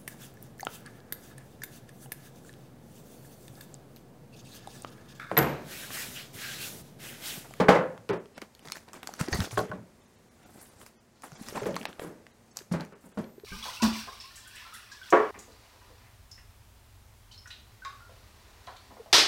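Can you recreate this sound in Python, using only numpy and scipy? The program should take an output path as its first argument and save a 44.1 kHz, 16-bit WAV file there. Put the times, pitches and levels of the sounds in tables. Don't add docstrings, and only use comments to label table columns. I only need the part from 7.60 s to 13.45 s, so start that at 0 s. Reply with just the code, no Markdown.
import sys
import numpy as np
from scipy import signal
from scipy.fft import rfft, irfft, next_fast_len
from scipy.io import wavfile
from scipy.ndimage import uniform_filter1d, map_coordinates

SR = 44100
rng = np.random.default_rng(int(sys.argv[2]) if len(sys.argv) > 2 else 0)


def wrap_up_sound(samples):
    columns = np.atleast_2d(samples).T
    tamed = np.clip(columns, -1, 1)
    steps = np.round(tamed * 32767).astype(np.int16)
    wavfile.write(sys.argv[1], SR, steps)


def nominal_scale(level):
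    x = np.asarray(level, float) / 20
    return 10 ** x


N = 257896


def unit(x):
    return x / np.sqrt(np.mean(x ** 2) + 1e-20)


def along(points, hz):
    f, v = np.transpose(points)
    return np.interp(np.log(hz + 1), np.log(f + 1), v)


def filtered(x, response):
    m = next_fast_len(len(x) + 4096)
    return irfft(rfft(x, m) * response(np.fft.rfftfreq(m, 1 / SR)), m)[:len(x)]


def modes(table):
    def response(f):
        total = 0
        for k, (centre, width, db) in enumerate(table):
            damping = 1j * f * width
            total = total + (-1) ** k * nominal_scale(db) * damping / (centre * centre - f * f + damping)
        return total
    return response


def noise(spectrum, size):
    return unit(filtered(rng.standard_normal(size), lambda hz: nominal_scale(along(spectrum, hz))))


def wobble(rate):
    return map_coordinates(rng.standard_normal(int(N * rate / SR) + 4), [np.arange(N) * rate / SR])


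def add(track, s, sound):
    part = track[max(round(s * SR), 0):][:len(sound)]
    part += sound[:len(part)]


def stutter(spectrum, patchy_db):
    slip_chance = 500 / SR * nominal_scale(7 * wobble(50))
    slips = (rng.random(N) < slip_chance) * nominal_scale(2.6 * rng.exponential(size=N))
    grain = 1 + 0.3 * unit(np.convolve(slips, np.exp(-np.arange(200) / 35))[:N])
    z = signal.stft(grain * rng.standard_normal(N), nperseg=256)[2]
    field = uniform_filter1d(uniform_filter1d(rng.standard_normal(z.shape), 14, 0), 3, 1)
    x = signal.istft(z * nominal_scale(patchy_db * unit(field)), nperseg=256)[1][:N]
    return unit(filtered(x, lambda hz: nominal_scale(along(spectrum, hz))))


# frequency in Hz, level in dB per Hz
HISS = [(1200, 5), (2200, -0.5), (3000, -3.5), (4500, 1), (6500, 0), (9000, -11), (16000, -46)]
SCRAPE = [(120, -16.5), (200, -2.5), (430, -8.5), (793, -9), (1080, -14.5), (1500, -12.5), (3500, -25),
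          (4550, -58), (7700, -120)]
AIR = [(4000, -40.5), (7500, 2.5), (10000, 1.5), (13000, -3), (16200, -7.5)]
# loudest moment in seconds, hiss in dB, scrape over hiss in dB,
# rise and fall in seconds per 20 dB (sign ignored)
RUBS = [(.784, -54, 11.5, 0.031, 0.01), (.816, -54.5, 7.5, 0.0038, 0.06), (1.06, -58.5, 8, 0.078, 0.12),
        (1.15, -52, -6, 0.15, .09), (1.342, -53, 9, 0.013, 0.1), (1.478, -59, 7, 0.03, 0.25),
        (1.435, -55, 6, .005, .06), (1.285, -62, 10, .03, .05), (1.598, -41, 4, 0.019, 0.13),
        (1.734, -36, 1, 0.044, 0.09), (1.83, -40, 2, 0.1, 0.08), (1.916, -43.5, -20, .018, 0.12),
        (1.977, -37, 3, 0.004, 0.07), (2.04, -60, 17, .02, 0.0442), (2.097, -62, 17, .03, .03),
        (3.684, -61, 11, 0.072, 0), (1.56, -59.5, 7.5, 0.11, 0.18), (3.898, -47.5, -2.5, 0.29, 0.16),
        (3.954, -49.5, 9.5, 0.029, 0.45), (4.16, -60, 16.5, .02, 0.24), (4.275, -64, -17, .03, 0.1),
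        (4.973, -54, 1, 0.023, 0.06), (5.124, -45, -8, 0.011, -0.07), (4.066, -46, -10, .012, 0.05),
        (4.962, -58, -4.5, 0.013, 0.2), (1.61, -40, 0, 0.022, -0.0139), (1.846, -40, -10, .04, 0.03),
        (1.775, -41, -2, .02, .03), (1.165, -53, 3, .01, .05), (5.208, -59.5, 14, .01, 0.12),
        (5.45, -76, 14, 0.054, .5), (5.588, -56, 10, 0.012, 0.1)]
SWISHES = [(1.119, -60, -7, .04, 0.2), (2.849, -71.5, 15, 0.062, 0.17), (3.028, -60.5, 2, 0.37, 0.24),
           (3.217, -56.5, 2, 0.066, 0.08), (3.265, -57, 0.5, 0.012, 0.05), (3.638, -54.5, -12, 0.022, .1),
           (5.412, -72, 0, .015, -0.66), (5.447, -73, 0.5, .01, .04), (4.185, -61, 0, .03, -0.32),
           (5.588, -64, 1, .01, .04), (3.017, -55.5, -10, 0.013, 0.03), (4.397, -57, 9.5, 0.0058, 0.12),
           (4.438, -59.5, 2, .07, 0.15)]


def rub():
    power, t = np.zeros((3, N)), np.arange(N) / SR
    layers = [stutter(HISS, patchy_db=3.0), stutter(SCRAPE, patchy_db=4.0), stutter(AIR, patchy_db=3.5)]
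    scrape_swing, air_swing = 1, 1.63
    strokes = [(*r, -4) for r in RUBS] + [(*r, 4.5) for r in SWISHES]
    for s, db, scrape_db, rise, fall, air_db in strokes:
        span = slice(max(round((s - 5 * abs(rise)) * SR), 0), round((s + 5 * abs(fall)) * SR))
        below_db = -20 * np.maximum((s - t[span]) / abs(rise), (t[span] - s) / abs(fall))
        scrape = scrape_db + scrape_swing * below_db
        air = air_db + air_swing * below_db
        power[:, span] += nominal_scale(db + np.array([below_db, scrape, air])) ** 2
    return (np.sqrt(power) * layers).sum(axis=0)


# start in seconds, peak in dB, colour in Hz, knock in dB
BURSTS = [(0.7792, -38.5, 3780, 3), (.818, -32, 4500, -1.5), (.9502, -43.5, 3905, -14.5),
          (5.2501, -44.5, 6325, -2), (1.054, -40, 3796, -5), (1.074, -41, 3810, 2.5),
          (1.0853, -35, 3450, -2), (1.1002, -38, 3880, 2.5), (1.1209, -19.5, 5290, -7),
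          (1.1545, -47.5, 4870, -0.5), (1.1697, -36.5, 5305, 3), (1.3326, -35, 6020, -4.5),
          (1.4731, -23.5, 4605, -5), (1.5383, -32.5, 4600, -4.5), (1.612, -24, 5200, 2),
          (1.6846, -31.5, 4910, -3.5), (1.7286, -27, 4183, 1.5), (1.8041, -22.5, 3690, 0),
          (1.9098, -35.5, 3640, -15), (1.9723, -34, 3265, -18), (1.9914, -30, 3476, -32),
          (3.0142, -43, 6500, -9.5), (3.2636, -40.5, 5370, -2), (3.6216, -42, 6400, -5),
          (3.719, -42.5, 5170, 2.5), (3.8858, -29, 5385, -4), (4.165, -26, 4376, 1.5),
          (4.9707, -22, 6260, -14.5), (4.9896, -31.5, 4186, -8.5), (5.2085, -33.5, 3875, -12.5)]
# start in seconds, peak in dB, knock in dB, air in dB
TICKS = [(0.3776, -54.5, 14.5, -21.5), (0.4911, -33.5, 1, -27.5), (0.6577, -55, 8, -17),
         (1.287, -48.5, 4, -14.5), (1.3403, -58, 17, -8), (1.431, -42.5, 9.5, 5.5), (1.4894, -63, 4, -16),
         (1.943, -48.5, -16, 2), (2.1156, -50, 4, -20), (2.8308, -57.5, -4.5, -11.5), (3.1802, -72, -1, 7),
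         (3.2151, -54.5, 10, -10), (3.9589, -44, 3, -15.5), (3.9774, -45.5, -2, -16.5),
         (4.0327, -38, -5, -27), (4.0571, -48.5, 12.5, -16.5), (4.144, -39, -1, -3),
         (4.1567, -36, -5.5, -0.5), (4.1886, -47, 1, -15.5), (4.2138, -34.5, -35, -28),
         (4.2306, -43.5, 6, -14), (4.2541, -31, 10, -13), (4.3296, -44.5, 5, -29),
         (4.3954, -39.5, 0.5, -14), (4.4383, -47.5, -8, -1.5), (4.667, -58.5, 18.5, -15),
         (5.0193, -52, 2, -7.5), (.9936, -48, -15, 1.5), (5.6423, -55.5, 5.5, -1), (5.7988, -57.5, 8, -14)]


def snaps():
    out, t = np.zeros(N), np.arange(SR // 12) / SR
    bright = [(s, db, hz, knock_db, -12.5 - 0.55 * (db + 35.5)) for s, db, hz, knock_db in BURSTS]
    dull = [(s, db, 2622, knock_db, air_db) for s, db, knock_db, air_db in TICKS]
    for s, db, hz, knock_db, air_db in bright + dull:
        burst = nominal_scale(-60 * t / 0.0084) * rng.standard_normal(len(t))
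        burst[0] += 4
        parts = [(0, hz, 0.75 * hz), (knock_db, 1300, 1900), (air_db, 9500, 8000)]
        for part_db, centre_hz, width_hz in parts:
            part = filtered(burst, lambda f: modes([(centre_hz, width_hz, 0)])(f) ** 2)
            add(out, s, nominal_scale(db + part_db + 3.5) * part / np.abs(part).max())
    return out


# frequency in Hz, width in Hz, level in dB
HOLLOW = [(175, 33, 5.5), (302, 75, 0.5), (390, 110, -1), (567, 120, -1), (658, 28, -0.5)]
# frequency in Hz, level in dB per Hz
EDGE = [(500, -24.5), (840, 3), (1100, -3.5), (1600, -4.5), (2300, -11.5), (3200, -17.5), (6000, -25.5),
        (16000, -46)]
# start in seconds, peak in dB, ring in Hz, edge in dB, t60 in seconds
DROPS = [(.084, -7.5, 506, -1.5, 0.46), (.087, -9, 450, -10.5, .06), (.148, -13, 530, -11, .42),
         (.494, -17.5, 388, -8.5, .34), (.527, -21, 410, -10.5, .26), (1.994, -23, 420, -24, 0.35),
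         (5.113, -19.5, 169, -17, 0.184), (5.136, -19.5, 175, -10.5, 0.34), (5.197, -30.5, 242, -4.5, 0.2),
         (5.439, -41.5, 189, -15, 0.27), (5.573, -19, 219, -16, 0.31)]
TUMBLES = [(0.0, -7, 420, -10.5, 0.29), (2.131, -28, 184, -14.5, 0.4), (3.634, -34, 784, -3, 0.15),
           (3.957, -26, 597, -6, 0.095), (3.972, -20, 835, -10, 0.047), (4.015, -24, 427, -20, 0.31),
           (4.057, -17, 432, -14.5, 0.28), (4.082, -15, 533, -34, 0.11), (4.128, -25.5, 183, -22, 0.34),
           (4.414, -29.5, 457, -9.5, 0.53), (4.442, -28.5, 326, -17, 0.44), (5.322, -41, 422, -6, 0.37)]


def thuds():
    out, t = np.zeros(N), np.arange(SR // 2) / SR
    blows = [(*r, 2.5) for r in DROPS] + [(*r, -2) for r in TUMBLES]
    for s, db, ring_hz, edge_db, t60, ring_db in blows:
        after = np.clip(t - .006, 0, None) / t60
        body = unit(filtered(rng.standard_normal(len(t)), modes(HOLLOW)))
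        blur = unit(filtered(rng.standard_normal(len(t)), modes([(ring_hz, 0.13 * ring_hz, 0)])))
        clean = nominal_scale(-60 * t / .12) * np.sin(2 * np.pi * ring_hz * t)
        ring = 0.54 * blur + 0.7 * clean
        wood = filtered(0.51 * body + nominal_scale(ring_db) * ring, lambda hz: 1 / (1 + (hz / 1500) ** 4))
        edge = noise(EDGE, len(t))
        dull = filtered(edge, lambda hz: 1 / (1 + (hz / 3000) ** 4))
        edge = nominal_scale(-70 * after) * dull + nominal_scale(-125 * after) * (edge - dull)
        edge = edge * (1 + 0.44 * nominal_scale(-60 * t / 0.017))
        rise = 1 - np.exp(-t / 0.001)
        add(out, s, nominal_scale(db - 8.0) * rise * (nominal_scale(-60 * after) * wood + nominal_scale(edge_db) * edge))
    return out


# frequency in Hz, level in dB, t60 in seconds
TABLE_TOP = [(295, -4.5, 0.33), (335.7, -12, 0.85), (431.4, 0, 0.27), (494.5, -2.5, 0.5),
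             (701, -17.5, 0.88), (823, -3, 0.33), (1061, -5.5, 0.36), (1153, -7, 0.27), (1306, -6.5, 0.29),
             (1492, -12.5, 0.46), (1760, -15.5, 0.36), (2293, -23, 0.31)]
# start in seconds, peak in dB
SLAMS = [
    (0.0, -30),
    (.085, -23),
    (.15, -29),
]


def slams():
    out, t = np.zeros(N), np.arange(SR // 2) / SR
    for s, db in SLAMS:
        ring = np.zeros(len(t))
        for hz, level, t60 in TABLE_TOP:
            t60 = min(t60, 0.38)
            decay = nominal_scale(level + 1.8 * rng.standard_normal() - 60 * t / t60)
            phase = 2 * np.pi * (hz * t + rng.random()) + 0.8 * wobble(30)[:len(t)]
            ring += decay * np.sin(phase)
        add(out, s, nominal_scale(db) * (1 - np.exp(-t / 0.002)) * ring)
    return out


# start in seconds, peak in dB, frequency in
# Hz, t60 in seconds
SHOVES = [(0.498, -19.5, 402, 0.17), (0.821, -21, 367, 0.015), (1.073, -39, 138, 0.053),
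          (1.611, -9, 162, 0.026), (1.684, -13.5, 340, 0.022), (1.723, -20.5, 83.4, 0.06),
          (1.751, -19, 88, 0.04), (1.788, -18.5, 185.5, 0.084), (1.8, -17.5, 92.5, 0.08),
          (1.926, -33.5, 113, 0.27), (2.1, -29.5, 122, 0.062), (2.18, -43.5, 114, 0.18),
          (3.16, -50.5, 88.5, 0.098), (3.23, -44, 117, 0.036), (3.722, -36, 150, 0.065),
          (3.812, -22.5, 218, 0.025), (4.209, -30, 243, 0.03), (.5, -38, 120, .25), (.245, -30, 520, .25),
          (5.846, -36, 150, .05), (5.011, -35, 380, 0.027), (5.78, -29, 387, 0.023),
          (5.835, -30, 412, 0.037),
          (0.384, -48.5, 111, 0.24),
    (1.981, -33, 120, 0.17),
    (2.005, -39, 118.8, 0.082),
    (3.876, -53, 109, 0.12),
    (3.956, -35, 146, 0.054),
    (4.016, -36.5, 125, 0.16),
    (4.121, -38, 149, 0.077),
    (5.111, -32.5, 145.4, 0.09),
]


def shoves():
    out, t = np.zeros(N), np.arange(SR // 4) / SR
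    for s, db, hz, t60 in SHOVES:
        push = nominal_scale(db + 2.5 - 60 * t / t60) * (1 - np.exp(-t / 0.0039))
        add(out, s, push * np.sin(2 * np.pi * hz * t))
    return out


# frequency in Hz, level in dB, t60 in seconds
CAP = [(420, -3, 0.09), (608.5, 0, 0.085), (744, -3, 0.07), (1084, 4.5, 0.038), (1240, -10, 0.058),
       (1457, 4, 0.0194)]
# start in seconds, peak in dB
TAPS = [
    (1.9745, -13.5),
    (1.991, -18),
    (2.0, -22.5),
    (2.007, -25),
    (2.115, -24.5),
    (2.121, -25),
]


def taps():
    out, t = np.zeros(N), np.arange(SR // 5) / SR
    for s, db in TAPS:
        ring = np.zeros(len(t))
        for hz, level, t60 in CAP:
            ring += nominal_scale(level + 2 * rng.standard_normal() - 60 * t / t60) * np.sin(2 * np.pi * hz * t)
        add(out, s, nominal_scale(db + 7) * (1 - np.exp(-t / 0.00068)) * ring / np.abs(ring).max())
    return out


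# start in seconds, peak in dB, frequency in Hz, t60 in seconds
PINGS = [(.0838, -9.5, 1630, 0.01), (.0912, -1, 600, .012), (.097, -9, 560, .015), (.16, -24, 2050, .03),
         (1.975, -22, 1500, .025), (1.98, -33, 3300, .02), (5.574, -30, 700, .02), (1.431, -36, 1200, .012),
         (2.0, -58, 12500, .05), (.0912, -17.5, 3170, .01), (1.156, -31, 1790, 0.011),
         (1.161, -40.5, 1510, .01), (1.181, -40.5, 2500, .006), (1.28, -43, 900, .012),
         (1.3355, -41.5, 5500, .004), (1.3403, -36, 1200, 0.013), (1.491, -32, 790, .025),
         (1.5673, -43, 2890, .006), (1.5932, -30, 1490, 0.011), (1.608, -28, 1270, .015),
         (1.663, -38, 5500, .005), (1.686, -34, 1840, .012), (1.7284, -21, 1860, 0.034),
         (1.755, -28, 4500, 0.013), (1.913, -33, 2250, .008), (3.636, -36, 1400, .015),
         (3.73, -44, 5500, .005), (3.925, -32.5, 420, 0.021), (3.9715, -23.5, 800, .025),
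         (3.977, -21.5, 990, .015), (3.996, -34.5, 2130, .008), (4.033, -34.5, 6400, .004),
         (4.049, -39.5, 5000, .005), (4.1255, -41.5, 5000, .005), (4.166, -28, 1160, 0.022),
         (4.171, -33, 4500, .005), (4.184, -42, 2500, .006), (4.189, -42, 8300, .005),
         (4.259, -32.5, 2380, .007), (4.418, -34.5, 500, .02), (4.448, -32, 380, .03),
         (4.479, -42, 1647, .008), (5.006, -43, 1700, 0.013), (5.2605, -44, 6060, .004),
         (5.6423, -43.5, 4300, .008), (5.7988, -50, 4130, .008), (5.823, -60, 14300, .006),
         (5.8445, -49, 4200, .008)]


def pings():
    out, t = np.zeros(N), np.arange(SR // 20) / SR
    for s, db, hz, t60 in PINGS:
        rough = unit(filtered(rng.standard_normal(len(t)), lambda f: modes([(hz, 0.6 * hz, 0)])(f) ** 2))
        level = nominal_scale(db + 1 - 60 * t / t60) * (1 - np.exp(-t / 0.00026))
        add(out, s, level * (np.sin(2 * np.pi * hz * t) + 0.25 * rough))
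    return out


# frequency in Hz, width in Hz, level in dB
RASP = [(1930, 150, 0), (4500, 800, -3), (6400, 370, -3.5)]
CHIRR = [(2700, 900, 0), (4000, 900, -2), (5500, 700, -2)]


def rasp():
    out, t = np.zeros(N), np.arange(SR // 5) / SR
    slips = [(1.726, -29, 0.15, RASP, .0023),
             (4.262, -46, 0.14, CHIRR, .015)]
    for s, db, t60, table, rise in slips:
        grit = unit(filtered(rng.standard_normal(len(t)), lambda f: modes(table)(f) ** 2))
        add(out, s, nominal_scale(db - 60 * t / t60) * (1 - np.exp(-t / rise)) * grit)
    return out


# time in seconds, frequency in Hz, level in dB
SQUEAK = [
    (5.6, 10600, -84),
    (5.621, 11260, -76),
    (5.655, 12420, -70),
    (5.675, 13050, -70),
    (5.695, 13520, -70),
    (5.73, 13670, -70),
    (5.773, 13350, -71),
    (5.805, 12740, -72),
    (5.845, 12780, -70),
]


def squeak():
    s, hz, db = np.transpose(SQUEAK)
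    t = np.arange(N) / SR
    level = nominal_scale(np.interp(t, s, db, left=-120) + 2 + 1.5 * wobble(60))
    return level * np.sin(2 * np.pi * np.cumsum(np.interp(t, s, hz) + 25 * wobble(140)) / SR)


# start in seconds, length in
# seconds, frequency in Hz, level in dB
WHISPER = (5.675, -0.2, 9920, -74)


def whisper():
    out, (s, length, hz, db) = np.zeros(N), WHISPER
    t = np.arange(round(length * SR)) / SR
    add(out, s, nominal_scale(db) * np.sqrt(np.hanning(len(t))) * np.sin(2 * np.pi * hz * t))
    return out


# frequency in Hz, t60 in seconds
WALLS = [(200, 0.14), (1000, 0.18), (5000, 0.21), (14000, 0.33)]


def room(x):
    out, step = np.zeros(N), SR // 4
    for start in range(0, N, step):
        hz, t, z = signal.stft(rng.standard_normal(SR // 2), SR, nperseg=256)
        tail = signal.istft(z * nominal_scale(-60 * t / along(WALLS, hz)[:, None]), SR, nperseg=256)[1]
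        echo = signal.fftconvolve(x[start:start + step], tail / np.linalg.norm(tail))
        add(out, start / SR + 0.0029, echo)
    return out


# frequency in Hz, level in dB per Hz
HUM = [(12, -46), (20, -19), (102, -6), (199, -12), (229, -3), (294, -18), (339, -11.5), (1160, -21.5),
       (1260, -24), (1870, -24), (2770, -29), (3010, -30.5), (7380, -30.5), (16200, -40.5)]
# time in seconds, level in dB
GAIN = [
    (0, 7.5),
    (.7, 3),
    (2.2, 3.5),
    (3.3, 2.5),
    (3.6, 0),
    (4.6, 3),
    (5.4, 1),
    (5.85, 1.5),
]


def hum():
    s, db = np.transpose(GAIN)
    level_db = -63 + np.interp(np.arange(N) / SR, s, db) + 0.44 * wobble(4.9)
    return nominal_scale(level_db) * noise(HUM, N)


def scene():
    near = snaps() + rub() + taps()
    heard = thuds() + near + shoves() + nominal_scale(-10.5) * room(near) + squeak() + hum() + rasp()
    small = pings()
    return (heard + slams() + whisper() + small + nominal_scale(-11) * room(small))[None]


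# centre in seconds, length in seconds, lowest Hz, share of lines kept
STARVED = [(.52, .03, 4000, .02), (.59, .03, 4000, .02), (.757, .035, 2500, .06), (1.015, .03, 3000, .06),
           (1.138, .03, 2200, .07), (1.736, .022, 6900, 0), (2.42, .03, 2500, .12), (2.465, .03, 2500, .08),
           (2.57, .03, 2500, .1), (2.7, .03, 2000, .08), (2.85, .03, 2500, .08), (3.0, .03, 2000, .12),
           (3.105, .03, 2000, .08), (3.382, .075, 1500, .07), (3.765, .035, 2200, .08),
           (4.0, .03, 3500, .08), (4.275, .03, 6000, 0), (4.725, .03, 2000, .08), (4.92, .03, 3000, .06),
           (5.345, .026, 3000, .04), (5.535, .026, 3000, .04)]


def starved(x):
    out = x.copy()
    for s, length, from_hz, share in STARVED:
        fade = np.minimum(1.4 * np.hanning(round(length * SR)), 1 - 1.5 * share)
        start = round(s * SR) - len(fade) // 2
        kept = rng.random(600) < 4 * share * np.exp(-(np.arange(600) / 170) ** 2)
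        lost = lambda hz: (hz > from_hz) * (1 - 2.6 * kept[(hz // 43).astype(int)])
        around = x[start - 2048:start + len(fade) + 2048]
        add(out, start / SR, -fade * filtered(around, lost)[2048:-2048])
    return out


def top_cut(x):
    return signal.sosfilt(signal.butter(12, 16320, fs=SR, output="sos"), x)


def record(dry):
    limited = filtered(dry[0], lambda hz: hz < 15900)
    return top_cut(starved(limited)[None])


dry = scene()
out = record(dry)
wrap_up_sound(out)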